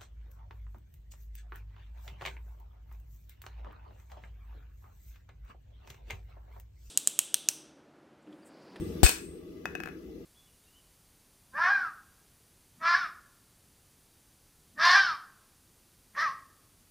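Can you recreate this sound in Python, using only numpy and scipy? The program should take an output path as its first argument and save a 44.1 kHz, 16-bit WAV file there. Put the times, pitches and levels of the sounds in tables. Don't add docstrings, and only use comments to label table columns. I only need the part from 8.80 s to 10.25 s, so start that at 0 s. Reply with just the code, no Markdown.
import sys
import numpy as np
from scipy import signal
from scipy.fft import rfft, irfft
from scipy.io import wavfile
from scipy.ndimage import uniform_filter1d

SR = 44100
rng = np.random.default_rng(int(sys.argv[2]) if len(sys.argv) > 2 else 0)


def materialize(psi):
    bounded = np.clip(np.atleast_2d(psi).T, -1, 1)
    quanta = np.round(bounded * 32767).astype(np.int16)
    wavfile.write(sys.argv[1], SR, quanta)


N = 63945


def amp(db):
    return 10 ** (np.asarray(db) / 20)


def unit_rms(x):
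    return x / np.sqrt(np.mean(x ** 2) + 1e-20)


def curve(table, hz, column=1):
    columns = np.transpose(table)
    return np.interp(np.log(hz + 1), np.log(columns[0] + 1), columns[column])


def add(mix, start_s, sound):
    part = mix[:, round(start_s * SR):][:, :sound.shape[-1]]
    part += sound[..., :part.shape[1]]


def pan(db):
    return amp([[db / 2], [-db / 2]])


def ripple(hz, width_hz):
    return np.interp(hz / width_hz, np.arange(4096), rng.standard_normal(4096))


def noise(eq, size, ripple_db=0):
    hz = np.fft.rfftfreq(size, 1 / SR)
    gain = amp(curve(eq, hz) + ripple_db * ripple(hz, width_hz=44.35))
    return unit_rms(irfft(rfft(rng.standard_normal((2, size))) * gain, size))


def ring(modes, t, tilt_db=0, tilt_from_hz=1920):
    hz, db, t60 = np.transpose(modes)[:, :, None]
    phase = np.array([1, -1]) * np.pi / 4 * np.minimum(hz / 5500, 1)
    gain = amp(db + tilt_db * np.log2(np.maximum(hz / tilt_from_hz, 1))) * np.exp(1j * phase)
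    return (gain.T @ np.exp((2j * np.pi * hz - np.log(1000) / t60) * t)).imag


# freq_hz, level_db
RUMBLE_EQ = [(20, -41), (40, -41.5), (58, -3), (85, -3), (120, -30), (170, -1.5), (215, -10.5), (335, 1.5),
             (420, -6), (500, -17), (700, -24.5), (1000, -39), (1230, -25), (1500, -40), (2500, -32.5),
             (3200, -39), (6500, -42), (8800, -53.5), (10000, -46.5), (12600, -42), (15500, -45.5)]
# freq_hz, correlation, pan_db
RUMBLE_IMAGE = [(60, 0.98, 1), (170, 0.91, 1), (352, 0.74, 3.5), (1000, 0.12, 2), (4000, 0.11, 7.5),
                (11900, 0.046, -2.5)]


def rumble(level_db=-36, flutter_db=2, ripple_db=5):
    hz = np.fft.rfftfreq(2048, 1 / SR)
    a, b, c, d, flutter = rng.standard_normal((N // 512 + 5, len(hz), 5)).T
    flutter = uniform_filter1d(flutter, size=8, axis=0)
    flutter = unit_rms(uniform_filter1d(flutter, size=6, axis=1))
    correlation = np.clip(curve(RUMBLE_IMAGE, hz), -1, 1)[:, None]
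    pan_db = curve(RUMBLE_IMAGE, hz, column=2)[:, None]
    left = a + 1j * b
    right = correlation * left + np.sqrt(1 - correlation ** 2) * (c + 1j * d)
    bands = np.array([left * amp(pan_db / 2), right * amp(-pan_db / 2)])
    eq_db = curve(RUMBLE_EQ, hz) + ripple_db * (hz > 450) * ripple(hz, width_hz=40)
    bands *= amp(eq_db[:, None] + flutter_db * flutter)
    return amp(level_db) * unit_rms(signal.istft(bands, nperseg=2048, noverlap=1536)[1][:, :N])


# freq_hz, t60_s
ROOM_DECAY = [(200, 0.13), (1500, 0.38), (4000, 0.29), (8000, 0.324), (15000, 0.23)]


def room(send):
    taps = rng.choice([-1., 1.], (2, SR // 2)) * (rng.random((2, SR // 2)) < .1)
    taps[:, :round(.005 * SR)] = 0
    hz, t, bands = signal.stft(taps, SR, nperseg=256)
    decay = np.exp(-np.log(1000) * t / curve(ROOM_DECAY, hz)[:, None])
    tail = signal.istft(bands * decay, SR, nperseg=256)[1]
    return signal.fftconvolve(send, tail / np.linalg.norm(tail[0]), axes=1)[:, :N]


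# pitch_hz, level_db, t60_s
SINGING_MODES = [(8358, -11, .24), (8390, -27, .6), (8393.4, -30, .6)]


def anvil_singing(earlier_s=0.21):
    t = np.arange(N) / SR
    out = amp(-9) * ring(SINGING_MODES, t + earlier_s) * pan(1.7)
    add(out, HARD_HITS[0][0], amp(3.5) * ring(SINGING_MODES, t))
    return out


# pitch_hz, level_db, t60_s
HAMMER_MODES = [(747, -7, 0.038), (1439, -4.5, 0.019), (1602, 5, 0.019), (1690.5, -12.5, 0.13),
                (2556, 0, 0.048), (2644, -4.5, 0.024), (3514, -13.5, 0.024), (5075, -17.5, 0.022),
                (6010, -17, .025), (8760, -36.5, .05)]
# freq_hz, level_db
TICK_EQ = [(200, 8.5), (700, 7.5), (1100, 5.5), (1600, 13), (2800, 1.5), (4000, -8), (7500, -10.5),
           (9000, -16.5), (12500, -14), (15500, -11)]
# start_s, level_db, tick_trim_db, tilt_db_per_octave
BOUNCE_HITS = [(0.8551, -0.5, 0.5, 3.5), (0.9515, -1.5, -3, 0.5), (1.0018, -4.5, -1, -7.5),
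               (1.0347, -6, 1.5, -10), (1.0577, -11, 4, -9), (1.0735, -7.5, -4.5, -26),
               (1.086, -11, -2, -10.5), (1.093, -23, -22, -23)]


def hammer_bounces(attack_s=0.0014, tick_decay_s=0.0019, reverb_db=-9):
    t, out = np.arange(SR // 10) / SR, np.zeros((2, N))
    for start_s, level_db, trim_db, tilt_db in BOUNCE_HITS:
        tick = amp(trim_db - 13.5) * np.exp(-t / tick_decay_s) * noise(TICK_EQ, len(t))
        clack = amp(-21.5) * ring(HAMMER_MODES, t, tilt_db)
        add(out, start_s, amp(level_db) * np.minimum(t / attack_s, 1) * (tick + clack))
    return pan(7) * (out + amp(reverb_db) * room(out))


# pitch_hz, level_db, t60_s
STAND_MODES = [(779, 10, 0.019), (338, -8.5, 0.098), (139, -8.5, 0.033)]


def thump(push_delay_s=0.0013, push_s=0.00049, swing_hz=53, swing_s=0.029):
    t, out = np.arange(SR // 10) / SR, np.zeros((2, N))
    push = amp(22) * np.exp(-((t - push_delay_s) / push_s) ** 2)
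    swing = -amp(4) * np.sin(2 * np.pi * swing_hz * t) * np.exp(-(t / swing_s) ** 4)
    air = (push + swing) * np.array([[1], [-.17]])
    knock = amp(-6) * pan(10.5) * ring(STAND_MODES, t)
    add(out, HARD_HITS[0][0], air + knock)
    return out


# pitch_hz, level_db, t60_s
ANVIL_MODES = [(1497, -23, .25), (1898, -26, .22), (2526, -24, .3), (3735, -27, .22), (4337, -19, .24),
               (4447, -24, .22), (7217, -24, .24), (7653, -25, .22), (9458, -29, .26), (12284, -31, .34),
               (14970, -22, .15), (15260, -15, .08)]
# freq_hz, level_db
CRACK_EQ = [(100, -0.5), (400, 7.5), (800, -0.5), (1100, -0.5), (2400, 2), (3100, 0), (4400, 4),
            (6200, -2.5), (7600, 4), (9000, -1.5), (12500, -2.5), (13800, -3), (15300, 0)]
# start_s, crack_db, ring_db, clack_db, pan_db
HARD_HITS = [(0.2316, 6.5, -3, -10.5, 4), (0.2625, -13.5, -15, -1.5, 7), (0.2918, -8.5, -22.5, -28, 3)]


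def hammer_blow(attack_s=0.00048, crack_decay_s=0.0034, jangle_t60_s=0.36, reverb_db=-7.5):
    t, hits, tails = np.arange(SR // 2) / SR, np.zeros((2, N)), np.zeros((2, N))
    jangle_decay = np.exp(-np.log(1000) * t / jangle_t60_s)
    for start_s, crack_db, ring_db, clack_db, pan_db in HARD_HITS:
        crack = amp(crack_db + 1.5) * np.exp(-t / crack_decay_s) * noise(CRACK_EQ, len(t))
        jangle = amp(crack_db - 22) * jangle_decay * noise(CRACK_EQ, len(t), ripple_db=5)
        clack = amp(clack_db - 12.5) * ring(HAMMER_MODES, t, tilt_db=14.5)
        anvil = amp(ring_db) * ring(ANVIL_MODES, t)
        add(hits, start_s, pan(pan_db) * np.minimum(t / attack_s, 1) * (crack + clack))
        add(tails, start_s, pan(pan_db) * (anvil + jangle))
    return hits + amp(reverb_db) * room(hits) + tails


def scene():
    return hammer_blow() + anvil_singing() + thump() + hammer_bounces() + rumble()


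def record(dry, threshold_db=-21, max_hold_db=9.5, release_db_per_s=0.5, detect_s=0.003):
    sidechain = signal.sosfilt(signal.butter(2, 1000, "high", fs=SR, output="sos"), dry)
    power = abs(uniform_filter1d((sidechain ** 2).mean(0), round(detect_s * SR)))
    over_db = np.maximum(10 * np.log10(power + 1e-12) - threshold_db, 0)
    release_db = release_db_per_s * np.arange(N) / SR
    held_db = np.maximum.accumulate(np.minimum(over_db, max_hold_db) + release_db) - release_db
    cut_db = np.maximum(held_db, 0.82 * over_db)
    clipped = np.clip(dry * amp(-cut_db), -1, 1)
    lowpass = signal.firwin(255, 15900, window=("kaiser", 9), fs=SR)
    return signal.oaconvolve(clipped, lowpass[None], "same")


dry = scene()
out = record(dry)
materialize(out)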